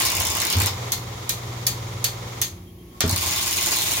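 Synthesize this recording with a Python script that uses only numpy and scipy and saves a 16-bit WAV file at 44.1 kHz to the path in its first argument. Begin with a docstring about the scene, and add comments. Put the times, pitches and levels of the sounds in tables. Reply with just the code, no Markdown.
"""A lathe's tool turret indexes inside its sheet-metal enclosure, close by, over idling machinery.
A mains solenoid chatters in a ringing hiss until the turret unlocks with a thump at 0.55 s.
A geared motor turns it, a pawl clacks at each of five stations, and from 2.4 s the motor coasts.
Near 3 s the head squeaks into its seat, the pawl latches and the turret clamps with a clunk.
The chatter and the hiss return."""
import sys
import numpy as np
from scipy import signal
from scipy.fft import rfft, irfft
from scipy.io import wavfile
from scipy.ndimage import uniform_filter1d

SR = 44100
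rng = np.random.default_rng(int(sys.argv[2]) if len(sys.argv) > 2 else 0)


def waveform_to_disk(signal):
    """Save audio, clipped to [-1, 1], as 16-bit WAV at the path in sys.argv[1]."""
    frames = np.transpose(np.atleast_2d(signal))
    scaled = np.clip(frames, -1, 1) * 32767
    samples = np.round(scaled).astype(np.int16)
    wavfile.write(sys.argv[1], SR, samples)


N = 176400
TIME_S = np.arange(N) / SR
TAIL_S = TIME_S[:SR // 2]


def undb(db):
    """Decibels to gain."""
    return 10 ** (np.asarray(db) / 20)


def curve(rows, column=1):
    """One table column interpolated over time."""
    rows = np.array(rows, float)
    return np.interp(TIME_S, rows[:, 0], rows[:, column])


def unit(x):
    """Scale to unit mean energy per channel."""
    return x / np.sqrt(np.sum(x ** 2) / len(np.atleast_2d(x)))


def level(x, rms_db):
    """Scale to an rms level."""
    return x * undb(rms_db) / np.sqrt(np.mean(x ** 2))


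def pan(left_db):
    """Stereo gains, left over right by left_db."""
    return undb(np.array([[left_db], [-left_db]]) / 2)


def colour(x, points):
    """Minimum-phase filter through (freq_hz, gain_db) points."""
    size = 2 ** 18
    hz, db = np.array(points, float).T
    bins_hz = np.arange(size // 2 + 1) * SR / size
    log_gain = np.log(undb(np.interp(np.log(bins_hz + 1), np.log(hz), db)))
    cepstrum = irfft(log_gain)[:size // 2]
    cepstrum[0] /= 2
    return irfft(rfft(x, size) * np.exp(rfft(2 * cepstrum, size)))[..., :x.shape[-1]]


# Stereo width: freq_hz, side_gain_db
WIDTH = [(60, -29), (120, -28), (200, -16), (380, -8), (700, -3), (1300, -1), (2400, 0), (16000, -.3)]

def spread(pair):
    """Two unrelated signals as a stereo field: narrow bass, wide treble."""
    side = colour(pair[1], WIDTH)
    return np.array([pair[0] + side, pair[0] - side])


def noise(size=N):
    """Diffuse stereo noise."""
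    return spread(rng.standard_normal((2, size)))


def drift(rate_hz):
    """Slow random wander, rms 1."""
    hold = int(SR / rate_hz)
    steps = np.repeat(rng.standard_normal(N // hold + 1), hold)
    return level(uniform_filter1d(steps, hold)[:N], 0)


def decay(t60_s):
    """Exponential tail."""
    return np.exp(-np.log(1000) * TAIL_S / t60_s)


def ring(modes):
    """Metal modes, each at a random phase per channel."""
    return unit(sum(undb(db) * decay(t60_s) * np.sin(2 * np.pi * (hz * TAIL_S + rng.random((2, 1))))
                    for hz, db, t60_s in modes))


def add(track, start_s, sound):
    """Mix a sound into a track."""
    i = int(np.clip(start_s * SR, 0, N - 1))
    track[..., i:i + sound.shape[-1]] += sound[..., :N - i]


def contact(length_s):
    """Steel on steel: a rush of tiny rebounds that swells and dies."""
    age = TIME_S[:SR // 40] / length_s
    return unit(np.tanh(rng.standard_normal(len(age))) * np.sqrt(age) * np.exp(-age ** 2))


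def crack(length_s, left_db):
    """Direct sound of a contact, in stereo."""
    return np.array([contact(length_s), contact(length_s)]) * pan(left_db)


def enclosure(spectrum):
    """Dense echoes off the sheet-metal walls; the treble dies first."""
    echoes = noise(len(TAIL_S))
    treble = signal.sosfilt(signal.butter(1, 7000, "high", fs=SR, output="sos"), echoes)
    tail = (echoes - treble) * decay(t60_s=0.23) + treble * decay(t60_s=0.063)
    build_up = 1 - np.exp(-TAIL_S / 0.0021)
    return unit(colour(tail * build_up, spectrum))


# Fan noise: freq_hz, gain_db
FAN_SPECTRUM = [(25, -29), (45, -5), (64, -6), (100, -16.5), (150, -10), (240, -8.5), (330, -9), (500, -21),
                (1050, -28), (1350, -41), (2100, -31), (3200, -34), (4200, -37), (6800, -38), (8500, -48),
                (9800, -37), (10700, -32), (12200, -32), (13300, -40), (16000, -37)]
# Machine hums: pitch_hz, level_db
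SHOP_HUMS = [(59.4, -51.5), (176.8, -50), (329.7, -57.5), (360.3, -54), (1100, -69), (14595, -69),
             (15579, -74)]

def workshop():
    """Idling machinery: fan noise and wavering hums."""
    hums = sum(undb(db + drift(4.8)) * np.sqrt(2) * np.sin(2 * np.pi * hz * TIME_S + 0.1 * drift(2.76))
               for hz, db in SHOP_HUMS)
    return level(colour(noise(), FAN_SPECTRUM), rms_db=-48) + hums


def whine(pitch_hz=3230, pulse_hz=9):
    """Faint, pulsing electrical whine of the idle drive."""
    band = [(pitch_hz * 0.86, -40), (pitch_hz, 0), (pitch_hz * 1.06, -40)]
    pulse = (1 + np.sin(2 * np.pi * pulse_hz * TIME_S)) / np.sqrt(2)
    return level(colour(noise(), band), -64) * pulse


def squeak(pitch_hz=1105, peak_s=2.965, width_s=0.028):
    """Steel rubs briefly as the head creeps into its seat."""
    band = [(pitch_hz * 0.91, -40), (pitch_hz, 0), (pitch_hz * 1.023, -40)]
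    swell = np.exp(-((TIME_S - peak_s) / width_s) ** 2)
    return level(colour(noise(), band), -48) * swell


# Motor harmonics: turn_multiple, gain_db
HUM_LINES = [(5, -36.5), (6, -31), (12, -58), (19, -68), (20, -67), (21, -50), (23, -51), (24, -61),
             (28, -49.5)]
# Hum envelope: time_s, gain_db
HUM_ENVELOPE = [(.55, -26), (.72, -13), (.8, -3.5), (.9, -4.5), (.935, -32), (.98, -4), (1.3, -7),
                (2.0, -2.5), (2.4, -4.5), (2.44, -9), (2.55, -23)]
# Gear noise: freq_hz, gain_db
GEAR_SPECTRUM = [(150, -16.5), (240, -3), (290, -31.5), (330, -10), (400, 2), (560, -4.5), (700, -6.5),
                 (820, -3), (1080, -1), (1300, -6), (1550, -13.5), (2130, -7), (2600, -14.5), (3700, -9.5),
                 (4400, -14.5), (6900, -13.5), (8200, -25), (16000, -29.5)]
# Gear and rumble envelope: time_s, gain_db
GEAR_ENVELOPE = [(.52, -1), (.57, 4.5), (.72, 1), (.88, 3), (1.0, -1.5), (1.6, -0.5), (2.1, -2), (2.41, -1),
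                 (2.48, -9.5), (2.58, -15.5), (2.75, -30), (3.0, -15.5)]

def motor(turn_hz=20.02, zero_phase_s=1.512, repeat_share=0.55, throb_db=1.5, throb_lag_s=0.021):
    """The drive hums on multiples of its turn rate; the gears' grind throbs and partly repeats."""
    angle = 2 * np.pi * turn_hz * (TIME_S - zero_phase_s)
    hum = sum(undb(db + 1.4 * drift(5.84)) * np.sqrt(2) * np.cos(k * angle + 0.066 * drift(3.6))
              for k, db in HUM_LINES)
    one_turn = rng.standard_normal((2, int(SR / turn_hz)))
    teeth = np.tile(one_turn, int(N / SR * turn_hz) + 2)[:, :N]
    grind = np.sqrt(repeat_share) * spread(teeth) + np.sqrt(1 - repeat_share) * noise()
    gears = level(colour(grind, GEAR_SPECTRUM), -36)
    throb = undb(throb_db * np.cos(angle - 2 * np.pi * turn_hz * throb_lag_s))
    rumble_band = [(30, -20.5), (60, -18), (95, 3.5), (130, -14), (260, -18.5), (500, -19.5), (2000, -37)]
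    rumble = level(colour(noise(), rumble_band), -40)
    return hum * undb(curve(HUM_ENVELOPE)) + (gears * throb + rumble) * undb(curve(GEAR_ENVELOPE))


# Hiss: freq_hz, gain_db
HISS_SPECTRUM = [(25, -43), (50, -8.5), (85, 20.5), (130, 8), (300, -2.5), (700, -7), (1050, -2),
                 (1400, -2), (1800, -6.5), (2200, 5.5), (4000, -4.5), (6800, -2), (8000, -31), (15500, -2)]
# Hiss envelope: time_s, gain_db
HISS_ENVELOPE = [(0, -27.5), (.3, -32), (.54, -31), (.67, -38), (.74, -54), (.85, -74), (3.0, -84),
                 (3.08, -38.5), (3.2, -31), (3.7, -31.5), (4, -29)]
# Valve and bracket ring, shared with the solenoid: pitch_hz, gain_db, t60_s
VALVE_MODES = [(1049, -5, 0.3), (1126, -7, 0.19), (2087, -2.5, .25), (2233, -2, 0.16), (2378, -6, 0.15),
               (2580, -10, 0.22), (2940, -10, 0.22), (3550, 4, 0.084), (3530, -2, .18), (4190, -4, 0.17),
               (4885, 2.5, 0.072), (5540, 4, 0.09), (6700, 0.5, 0.071), (7000, -3, .08)]

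def hiss():
    """A ringing hiss fills the enclosure while the solenoid chatters."""
    singing = signal.fftconvolve(rng.standard_normal((2, N)), ring(VALVE_MODES), mode="same", axes=1)
    wash = level(colour(noise(), HISS_SPECTRUM), 0)
    envelope = undb(curve(HISS_ENVELOPE) + 0.53 * drift(25))
    return (wash + level(singing, -4)) * envelope * pan(left_db=1.6)


# Turret body: pitch_hz, gain_db, t60_s
BODY_MODES = [(87.5, -2.5, 0.54), (96.9, 0.5, 0.49), (153, -2.5, 0.16), (247.7, -2, 0.19),
              (328, -6.5, 0.25), (418, -1.5, .15), (550, -17, 0.33), (641, -6, 0.22)]
# Lifting and seating thumps: start_s, gain_db, rise_s, cutoff_hz, t60_scale
THUMPS = [(.556, -12, 0.023, 115, 0.51), (.55, -32.5, 0.0055, 800, 1.2), (.615, -21.5, 0.014, 105, 1.17),
          (2.514, -34.5, 0.016, 109, 2.5), (3.036, -21.5, 0.0057, 600, 1.08), (3.059, -21, .008, 134, 0.95),
          (3.114, -17, 0.0176, 109, 0.65)]

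def turret():
    """The heavy head lifts off its coupling and seats again; soft pushes wake only the low modes."""
    track = np.zeros((2, N))
    panel_band = [(60, -14), (160, 7), (600, -10), (1500, -11), (5000, -54)]
    for start_s, gain_db, rise_s, cutoff_hz, t60_scale in THUMPS:
        lowpass = lambda hz: 1 / np.sqrt(1 + (hz / cutoff_hz) ** 4)
        body = sum(undb(db) * lowpass(hz) * decay(t60_s * t60_scale)
                   * np.sin(2 * np.pi * hz * (TAIL_S - rise_s)) for hz, db, t60_s in BODY_MODES)
        panels = level(colour(noise(len(TAIL_S)), panel_band), -2.5)
        panels *= decay(t60_s=0.39) * np.sqrt(lowpass(590))
        attack = np.clip(TAIL_S / rise_s, 0, 1)
        add(track, start_s, undb(gain_db) * (body + panels) * attack)
    return track


def tilt(rows, db_per_octave):
    """Tilt a spectrum or mode table about 5 kHz."""
    return [(hz, db + db_per_octave * np.log2(hz / 5000), *rest) for hz, db, *rest in rows]


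# Pawl drops: start_s, gain_db, scrape_s, notch_hz, slope_db_per_octave
CLACKS = [(0.9198, -2.5, 0.0011, 4430, 0), (1.2928, -2.5, 0.0019, 4050, 0.5),
          (1.6665, 0.5, 0.0047, 4740, 1), (2.0419, -0.5, 0.003, 4554, -1), (2.4152, -1, 0.0023, 6590, -0.5),
          (3.0056, -1, 0.0021, 5460, -6)]
# Direct crack: freq_hz, gain_db
CLACK_CRACK = [(1000, -29.5), (3000, -13), (6000, 5), (8000, -4), (11000, 3.5), (15500, -1.5)]
# Wall echoes: freq_hz, gain_db
CLACK_ECHO = [(300, -32.5), (900, -18.5), (1400, -14), (1900, -12), (2700, -9), (3500, -3), (4500, -3),
              (5500, -6), (6500, 2), (8000, -6), (10300, -4), (13000, 1), (15500, -0.5)]
# Pawl ring: pitch_hz, gain_db, t60_s
PAWL_MODES = [(1837, -6, .2), (2090, -6, .2), (2384, -4, .2), (3150, -5, .15), (3467, -2, .18),
              (4350, 0, .22), (5570, -5, .12), (6200, -1, .12), (6990, -2, .1)]
# Notch ring: pitch_ratio, gain_db, t60_s
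NOTCH_MODES = [(.96, 6, 0.24), (1, 6, 0.24), (1.025, -13, .17)]

def pawl(clack_db=-32.5, ring_db=-11):
    """The pawl drops at five stations, then latches; each notch rings at its own pitch."""
    track = np.zeros((2, N))
    for start_s, gain_db, scrape_s, notch_hz, slope in CLACKS:
        notch = ring([(notch_hz * ratio, db, t60_s) for ratio, db, t60_s in NOTCH_MODES])
        echoes = enclosure(tilt(CLACK_ECHO, slope)) * pan(left_db=1.6)
        clack = echoes + undb(ring_db) * (ring(tilt(PAWL_MODES, slope)) + notch)
        direct = unit(colour(crack(scrape_s, left_db=-7), tilt(CLACK_CRACK, slope)))
        add(clack, 0, undb(-3.5) * direct)
        add(track, start_s, undb(clack_db + gain_db) * np.sqrt(SR) * unit(clack))
    return track


# Solenoid energised: start_s, end_s
CHATTER_SPANS = [(.0012, .675), (3.0606, 4.0)]
# Tap force: time_s, gain_db, odd_tap_offset_db
TAP_FORCE = [(0, 2, -7), (.07, 0.5, -3), (.1, -0.5, -27), (.22, 1, -30), (.3, -1, -24), (.468, -1, -24),
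             (.487, -16, -25), (.501, 0, -25), (.53, -5.5, 12.5), (.553, -14, -20), (.575, 3.5, -26),
             (.615, 4, -9), (.635, 4.5, -24), (.651, -23, -1), (.661, 1, 4), (.675, 1, -4),
             (3.06, -10, -14), (3.08, -7, -17), (3.093, 9.5, -21), (3.11, 0, -19), (3.13, -2, -15),
             (3.147, -8, -10), (3.16, 0.5, -25), (3.21, -5, 2.5), (3.28, -2.5, -1), (3.5, -2, -3),
             (3.7, -2.5, 2.5), (4.0, -3, 1.5)]
# Armature strokes, repeating every three mains cycles: gain_db
STROKE_DB = [3.5, 2.5, -3.5]
# Direct crack: freq_hz, gain_db
TAP_CRACK = [(1000, -42), (4000, -6), (7000, -1.5), (10000, 3), (11300, -6), (14300, 2.5), (16000, -12)]
# Wall echoes: freq_hz, gain_db
TAP_ECHO = [(150, -28.5), (300, -5.5), (560, -7.5), (660, -4), (720, -7.5), (850, -1.5), (1100, -0.5),
            (1250, -10), (1750, -8), (2150, -4), (3200, -3), (3650, -0.5), (4500, -1.5), (5800, -3.5),
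            (6850, 1.5), (7950, -9), (10000, -4.5), (11300, -11), (14500, -2.5), (16000, -9)]

def solenoid(mains_hz=60, chatter_db=-25, scatter_db=1.2, jitter_s=0.0003):
    """The armature taps every half mains cycle; the taps ring the valve and the sheet-metal walls."""
    strokes = len(STROKE_DB)
    taps, cracks, ringing = np.zeros((strokes, N)), np.zeros((2, N)), np.zeros((2, N))
    force_db, odd_tap_db = curve(TAP_FORCE), curve(TAP_FORCE, column=2)
    for start_s, end_s in CHATTER_SPANS:
        for k, due_s in enumerate(np.arange(start_s, end_s, 1 / (2 * mains_hz))):
            i = min(int(due_s * SR), N - 1)
            stroke = k // 2 % strokes
            tap_s = due_s + rng.normal(0, jitter_s)
            gain = undb(force_db[i] + k % 2 * odd_tap_db[i] + rng.normal(STROKE_DB[stroke], scatter_db))
            add(taps[stroke], tap_s, gain * contact(length_s=0.0011))
            add(cracks, tap_s, gain * crack(length_s=0.0015, left_db=-4))
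    for train in taps:
        response = unit(enclosure(TAP_ECHO) + undb(-14.5) * ring(VALVE_MODES)) * pan(left_db=1.2)
        ringing += signal.fftconvolve(train[None], response, axes=1)[:, :N]
    chatter = undb(-2) * ringing + undb(-2.5) * colour(cracks, TAP_CRACK)
    return undb(chatter_db) * np.sqrt(SR / mains_hz) * chatter


def scene():
    """Stereo sum of all sources."""
    return solenoid() + hiss() + pawl() + turret() + motor() + squeak() + whine() + workshop()


def record(dry, cutoff_hz=15850):
    """Steep low-pass on the mix."""
    return signal.sosfilt(signal.ellip(10, 0.2, 80, cutoff_hz, fs=SR, output="sos"), dry)


dry = scene()
out = record(dry)
waveform_to_disk(out)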